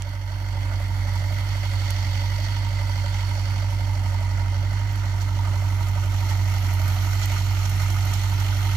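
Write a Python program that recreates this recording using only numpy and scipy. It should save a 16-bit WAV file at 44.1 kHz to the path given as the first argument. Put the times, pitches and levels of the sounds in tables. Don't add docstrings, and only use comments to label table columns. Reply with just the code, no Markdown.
import sys
import numpy as np
from scipy import signal
from scipy.fft import rfft, irfft, next_fast_len
from scipy.io import wavfile

SR = 44100
rng = np.random.default_rng(int(sys.argv[2]) if len(sys.argv) > 2 else 0)


def amplitude_ratio(level_db):
    exponent = np.asarray(level_db, float) / 20
    return 10 ** exponent


def unload_wav(signal):
    wavfile.write(
        sys.argv[1],
        SR,
        np.round(np.clip(np.atleast_2d(signal).T, -1, 1) * 32767).astype(np.int16),
    )


N = 386316

# time in seconds, speed in firings per second.
FIRING_SPEED = [(0.0, 47.03), (0.1, 48.34), (1.12, 47.48), (1.5, 48.86), (2.12, 47.37), (2.53, 49.32),
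                (3.02, 47.76), (3.82, 48.61), (4.06, 47.29), (4.57, 47.46), (4.87, 49.78), (5.11, 48.03),
                (6.59, 47.65), (6.8, 46.62), (7.23, 48.48), (7.33, 47.81), (8.2, 48.13), (8.76, 48.52)]
SET_SPEED_HZ = 48.1

# multiple of the four-firing cycle, level in dB against the boom.
UNEVEN_TONES = [(2, -46), (3, -39), (5, -27), (6, -37), (7, -33), (9, -38), (10, -29), (11, -33), (12, -30),
                (13, -37), (15, -39), (16, -40), (17, -33), (18, -39), (22, -41), (24, -32), (28, -39)]
BOOM_DB, APPROACH_DB_PER_S, LOAD_DB_PER_HZ = -24.5, 0.4, 0.56
THROB_DB, THROB_DB_PER_S = -32, 0.03

# delay in ms, decay in ms, steady share from 0 to 1,
# level of the hard blow in dB, then the levels of cylinders one to four in dB.
SUMP = (3.5, 12, .38, -7, -6, -1, 6, -1)
BLOCK = (5, 14, .45, -9, 0, -1, -4, 5)
PANELS = (0.5, 14, 0.5, -7.5, 0.5, 5, 6.5, 4.5)
VALVES = (1.5, 4, 0.82, -27, 1.5, 0.5, 4.5, 5.5)
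SOIL = (2, 12, .85, -30, 0, 0, 0, 0)

SOIL_EDGES = [40, 130, 250, 470]
SUMP_EDGES = [470, 600, 760]
BLOCK_EDGES = [760, 900, 1100]
PANEL_EDGES = [1100, 1400, 1750]
HOOD_EDGES = [1750, 2150, 2600]
CLATTER_EDGES = [2600, 3400, 4200, 5200, 6500, 8000]
HISS_EDGES = [8000, 10000, 12500, 16000]

# pitch in Hz, time to fade by 60 dB in seconds, level in dB, the part that hits it.
RINGING_SHEETS = [
    (575, .07, -25, SUMP),
    (935, .06, -21, BLOCK),
    (1546, .15, -28, PANELS),
    (2040, .05, -27, PANELS),
]

# time in seconds, level in dB.
AIR_CARRY = [(0, -1.5), (.7, -3), (1.2, 0), (1.55, 2.5), (1.9, 4), (2.45, 2), (2.75, 0), (3.2, 2.5),
             (3.7, -1), (4.3, -3), (4.8, -2.5), (5.3, -2.5), (5.8, -2.5), (6.6, 0.5), (7.2, 2.5),
             (7.5, 1.5), (8.1, 2.5), (8.76, 1.5)]
BLOCK_AIR, PANEL_AIR, HOOD_AIR, CLATTER_AIR, HISS_AIR, SOIL_AIR = 0.071, 0.27, 0.8, 1.0, 0.65, 0.1
BLOCK_LOAD, PANEL_LOAD, CLATTER_LOAD, HISS_LOAD, SOIL_LOAD = 1, 0.07, 0.1, 0.11, 0.1

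SQUEAL_FAR_DB, SQUEAL_NEAR_DB, SQUEAL_FROM_S, SQUEAL_TO_S = -74, -56.5, 5.7, 6.8
SQUEAL_FADE_DB, SQUEAL_FADE_S = -5, 7.5

# start in seconds, peak level in dB, left minus right in dB,
# decay in ms, highest pitch in Hz.
STALK_SNAPS = [
    (.0219, -24, -16, .6, 9000),
    (1.9064, -21, -13, .7, 15000),
]

# start in seconds, level in dB, length in ms,
# lowest pitch in Hz, highest pitch in Hz.
STONE_STRIKES = [(2.43, -31.5, 31, 3500, 7500), (2.955, -49, 8, 3000, 14000), (3.24, -56, 20, 4000, 14000),
                 (4.92, -62, 12, 13000, 16000), (4.955, -55, 8, 9000, 13000), (5.206, -47, 23, 5030, 16000),
                 (5.88, -55, 12, 8000, 15000), (6.286, -39, 25, 3000, 15000), (6.725, -58, 31, 9000, 15000),
                 (6.875, -53, 15, 8000, 15000), (7.217, -28, 34, 2550, 9500),
                 (7.255, -46, 6.1, 8000, 15000), (7.32, -46, 8.1, 4000, 15000),
                 (7.652, -28, 12, 3000, 9000), (7.692, -48, 10, 7000, 15000), (7.899, -42, 11, 4000, 15000),
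                 (7.941, -43, 6, 3000, 9000), (8.05, -51, 7, 8000, 15000), (8.132, -40.5, 14, 4500, 15000),
                 (8.397, -46, 10, 4000, 15000)]

# pitch in Hz, lag in radians.
LEFT_PORT_LAG = [(129, 0.59), (1248, 0.02), (2239, 7.47), (2583, 12.8), (3273, 8.14), (4134, 13.5),
                 (4737, 13.3), (4909, 9.6), (5684, 14.1), (5727, 14.5), (6675, 5.2), (6933, 8.5),
                 (7105, 7.5), (7967, 11.38)]
# pitch in Hz, shared share from 0 to 1.
PORT_LIKENESS = [(150, 1), (1000, .93), (2300, .84), (4000, .74), (8000, .7), (12500, .69), (15500, .55)]

# pitch in Hz, level in dB per Hz.
LEFT_FAR_COLOUR = [
    [(45, -24), (80, 4), (135, -16.5)],
    [(215, -2), (301, -4.5), (430, -19.5), (559, -4), (689, -8.5), (947, -9.5), (1033, -14.5), (1507, -2), (1722, -13), (2024, 3), (2325, -10.5), (2540, -9), (2670, -19)],
    [(2756, -15), (3100, -24), (3359, -3), (4134, -27), (4478, -9), (4823, -15), (5340, -10.5), (5598, -33), (5943, -12), (6890, -16), (7235, -23), (8354, -34), (8527, -36)],
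    [(8613, -35), (8957, -31), (10335, -18.5), (11025, -27), (11714, -19), (13500, -30), (14470, -20.5), (15331, -25)],
]
RIGHT_FAR_COLOUR = [
    [(45, 3), (80, 12.7), (135, 11)],
    [(215, -6), (301, 0.5), (473, -16), (559, 1), (775, -0.9), (947, 6.5), (1076, -7.5), (1550, 2), (1636, -2.5), (2024, 0), (2239, 0.5), (2368, -6.5), (2670, -11)],
    [(2756, -6), (3014, -2.5), (3531, -5), (3703, -8.5), (3962, -12), (4392, 1.2), (4823, -6.5), (5512, -11), (5857, -5), (6718, -19.5), (7235, -11), (8010, -16), (8527, -22)],
    [(8613, -27), (8957, -15.5), (9646, -31), (10100, -14.5), (11000, -42), (12200, -17.5), (13500, -29), (14500, -23), (15331, -20)],
]
# pitch in Hz, level in dB per Hz.
LEFT_NEAR_COLOUR = [
    [(45, -15), (80, 1), (135, -1.5)],
    [(215, -2), (344, -4.5), (430, -14.5), (732, -4), (947, -4), (1033, -22), (1248, 2.5), (1550, -8), (1722, -4), (2067, 2.5), (2325, -3), (2497, -12), (2670, 0)],
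    [(2756, -15), (3100, -40), (3531, -2.5), (3962, -21), (4478, -9), (4823, -10), (5340, -17), (5770, -19.5), (7321, -11.5), (7665, -20), (7838, -18), (8182, -22), (8527, -28)],
    [(8613, -22), (8957, -22), (10300, -19), (11886, -17), (12747, -17), (14298, -16), (15331, -23)],
]
RIGHT_NEAR_COLOUR = [
    [(45, 2), (80, 8.4), (135, 15.4)],
    [(215, -5), (344, 0.5), (473, -4.5), (516, -24), (602, 1), (861, 2.5), (947, 7.5), (1076, -3.5), (1464, 6), (1550, 1.5), (1722, -2.5), (2497, -0.8), (2670, -36)],
    [(2756, -1), (3100, -0.2), (3875, -8.5), (4306, 1), (4737, -13), (5512, -2.7), (5857, -6.5), (6201, -1.2), (6546, -10), (7407, -8), (7665, -8), (7924, -18.5), (8527, -15)],
    [(8613, -24.5), (9474, -10), (10400, -20.5), (12100, -13.5), (12919, -15), (14125, -16), (15331, -22)],
]
NEARER_FROM_S, NEARER_TO_S = 2.3, 7.47
TREBLE_HZ, TREBLE_FROM_S, TREBLE_TO_S = 8550, 4.9, 7

OPENING_DB, OPENING_FROM_S, OPENING_TO_S = -4, 0.25, 0.66
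TOP_HZ = 15300


def rms_one(x):
    return x / np.sqrt(np.mean(x ** 2) + 1e-20)


def in_time(rows):
    s, *columns = np.transpose(rows)
    return [np.interp(np.arange(N) / SR, s, column) for column in columns]


def at_hz(points, hz):
    points = np.array(sorted(points))
    return np.interp(np.log(hz), np.log(points[:, 0]), points[:, 1])


def ramp(from_s, to_s):
    return np.clip((np.arange(N) / SR - from_s) / (to_s - from_s), 0, 1)


def drift(rate):
    r = np.exp(-80 * np.pi * rate / SR)
    noise = rng.standard_normal(N // 40 + 2002)
    slow = signal.lfilter([1], [1, -2 * r, r * r], noise)[2000:]
    return np.interp(np.arange(N) / 40, np.arange(len(slow)), rms_one(slow - slow.mean()))


def band(x, low_hz, high_hz):
    sos = signal.butter(2, [low_hz, min(high_hz, 0.45 * SR)], "band", fs=SR, output="sos")
    return signal.sosfilt(sos, x)


def exhaust(firings, boom_db, throb_db):
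    cycle = 2 * np.pi * firings / 4
    early = 0.11 * np.sin(2 * cycle + 3.0) + 0.07 * np.cos(cycle - 4.0)
    strong = 1 + 0.1 * np.cos(cycle - 0.2)
    out = amplitude_ratio(boom_db) * strong * np.cos(8 * cycle + early)
    out += amplitude_ratio(throb_db) * np.cos(4 * cycle - 1.0)
    for multiple, level_db in UNEVEN_TONES:
        wander = rng.uniform(0, 2 * np.pi) + 0.3 * drift(1.4)
        level = amplitude_ratio(boom_db + level_db + 0.64 * drift(2.1))
        out += level * np.cos(multiple * cycle + wander)
    return np.sqrt(2) * out


def shaking(firings, per_s, part, uneven_db):
    delay_ms, decay_ms, steady, blow_db, *cylinder_db = part
    late = firings - delay_ms / 1000 * per_s + 4
    index = late.astype(int)
    since_ms = 1000 * (late - index) / per_s
    chance_db = uneven_db * rng.standard_normal(500)[index]
    size = amplitude_ratio(np.array(cylinder_db)[index % 4] + chance_db)
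    burst = size * np.exp(-since_ms / decay_ms) * np.minimum(since_ms / 3.2, 1)
    envelope = rms_one(steady + (1 - steady) * rms_one(burst))
    new_firing = np.diff(index, prepend=index[0]) > 0
    blows = amplitude_ratio(blow_db) * rms_one(size * new_firing)
    return envelope, blows


def knock(firings, per_s):
    air_db = in_time(AIR_CARRY)[0]
    load = SET_SPEED_HZ - per_s
    parts = [(SUMP_EDGES, SUMP, BLOCK_AIR, BLOCK_LOAD),
             (BLOCK_EDGES, BLOCK, BLOCK_AIR, BLOCK_LOAD),
             (PANEL_EDGES, PANELS, PANEL_AIR, PANEL_LOAD),
             (HOOD_EDGES, VALVES, HOOD_AIR, PANEL_LOAD),
             (CLATTER_EDGES, VALVES, CLATTER_AIR, CLATTER_LOAD),
             (HISS_EDGES, VALVES, HISS_AIR, HISS_LOAD),
             (SOIL_EDGES, SOIL, SOIL_AIR, SOIL_LOAD)]
    white = rng.standard_normal((2, 3, N))
    gust = drift(16.2)
    out = np.zeros((3, N))
    dealt = 0
    for edges, part, air_share, load_db in parts:
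        shake, blows = shaking(firings, per_s, part, uneven_db=1.3)
        for low_hz, high_hz in zip(edges, edges[1:]):
            patchy_db = 0.7 * drift(1.0) + 1.0 * drift(16) + 0.7 * gust
            air = amplitude_ratio(air_share * air_db + load_db * load + patchy_db)
            source = white[dealt % 2] * shake + blows * [[1], [0], [0]]
            out += band(source, low_hz, high_hz) * air
            dealt += 1
    return out


def ringing(firings, per_s):
    out = np.zeros((3, N))
    level_db = BLOCK_LOAD * (SET_SPEED_HZ - per_s) + 1.8 * drift(0.78)
    for hz, t60, ring_db, part in RINGING_SHEETS:
        blows = shaking(firings, per_s, part, uneven_db=2.5)[1] * amplitude_ratio(level_db)
        r = amplitude_ratio(-60 / (t60 * SR))
        w = 2 * np.pi * hz / SR
        ring = signal.lfilter([0, 1], [1, -2 * r * np.cos(w), r * r], blows + 1e-18)
        out[0] += amplitude_ratio(ring_db) * rms_one(ring)
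    return out


def bearing(firings, per_s):
    growth_db = (SQUEAL_NEAR_DB - SQUEAL_FAR_DB) * ramp(SQUEAL_FROM_S, SQUEAL_TO_S)
    fade_db = SQUEAL_FADE_DB * ramp(SQUEAL_TO_S, SQUEAL_FADE_S)
    level_db = SQUEAL_FAR_DB + growth_db + fade_db
    whistle = rms_one(band(rng.standard_normal(N), 12330, 12520))
    shake = shaking(firings, per_s, VALVES, uneven_db=7.0)[0]
    return amplitude_ratio(level_db + 2.3 * drift(7.7)) * whistle * shake


def ticks():
    out = np.zeros((2, N))
    t_ms = np.arange(300) / SR * 1000
    for s, level_db, pan_db, decay_ms, high_hz in STALK_SNAPS:
        crackle = 0.55 * rng.choice([-1, 1], 300) + 2.5 * (t_ms == 0)
        snap = band(crackle * np.exp(-t_ms / decay_ms), 1500, high_hz)
        at = round(s * SR)
        out[:, at:at + 300] += amplitude_ratio(level_db + np.array([[0.5], [-0.5]]) * pan_db) * snap
    return out


def stones():
    out = np.zeros((3, N))
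    for s, level_db, length_ms, low_hz, high_hz in STONE_STRIKES:
        at = round(s * SR)
        t = np.arange(3000) / SR * 1000 / length_ms
        clicks = rng.standard_normal((3, 3000)) * amplitude_ratio(1.5 * rng.standard_normal(3000))
        grit = rms_one(band(clicks, low_hz, high_hz))
        bright_db = 31.7 + 11.8 * np.log2(high_hz * low_hz / 23600000.0)
        swell = np.minimum(2.1 * t, 1) * np.exp(-t ** 2)
        out[:, at:at + 3000] += amplitude_ratio(level_db + bright_db) * grit * swell
    return out


def ports(rows, level_db):
    size = next_fast_len(N + 4096)
    hz = np.maximum(np.arange(size // 2 + 1) * SR / size, 1)
    shared, left_own, right_own = rfft(rows, size)
    alike = np.clip(at_hz(PORT_LIKENESS, hz), 0, 1)
    lag = np.exp(-1j * at_hz(LEFT_PORT_LAG, hz))
    left = np.sqrt(alike) * shared * lag + np.sqrt(1 - alike) * left_own
    right = np.sqrt(alike) * shared + np.sqrt(1 - alike) * right_own
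    tables = (LEFT_FAR_COLOUR, RIGHT_FAR_COLOUR, LEFT_NEAR_COLOUR, RIGHT_NEAR_COLOUR)
    colours = amplitude_ratio([at_hz(sum(ranges, []), hz) for ranges in tables])
    change = colours[2:] - colours[:2]
    top = 1 / (1 + (TREBLE_HZ / hz) ** 12)
    filters = np.array([colours[:2], change * (1 - top), change * top])
    far, low, high = irfft(filters * [left, right], size)[..., :N]
    nearness = ramp(NEARER_FROM_S, NEARER_TO_S)
    return amplitude_ratio(level_db) * (far + nearness * low + ramp(TREBLE_FROM_S, TREBLE_TO_S) * high)


def scene():
    per_s = in_time(FIRING_SPEED)[0]
    s = np.arange(N) / SR
    firings = np.cumsum(per_s) / SR - 0.164
    load_db = LOAD_DB_PER_HZ * (SET_SPEED_HZ - per_s)
    boom_db = BOOM_DB + APPROACH_DB_PER_S * s + load_db + 0.37 * drift(2.1)
    throb_db = THROB_DB + THROB_DB_PER_S * s + 0.74 * drift(3.0)
    boom = exhaust(firings, boom_db, throb_db) * amplitude_ratio([[-2.5], [2.0]])
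    through_clods = knock(firings, per_s) + ringing(firings, per_s) + stones()
    far = boom + ports(through_clods, level_db=-27.0) + bearing(firings, per_s)
    opening = amplitude_ratio(OPENING_DB * (1 - ramp(OPENING_FROM_S, OPENING_TO_S)))
    return far * opening + ticks()


def low_pass(x):
    return signal.sosfilt(signal.butter(12, 15980, fs=SR, output="sos"), x)


def record(dry):
    steep = signal.ellip(10, 0.5, 60, TOP_HZ, fs=SR, output="sos")
    mix = signal.sosfilt(steep, dry)
    return low_pass(mix)


dry = scene()
out = record(dry)
unload_wav(out)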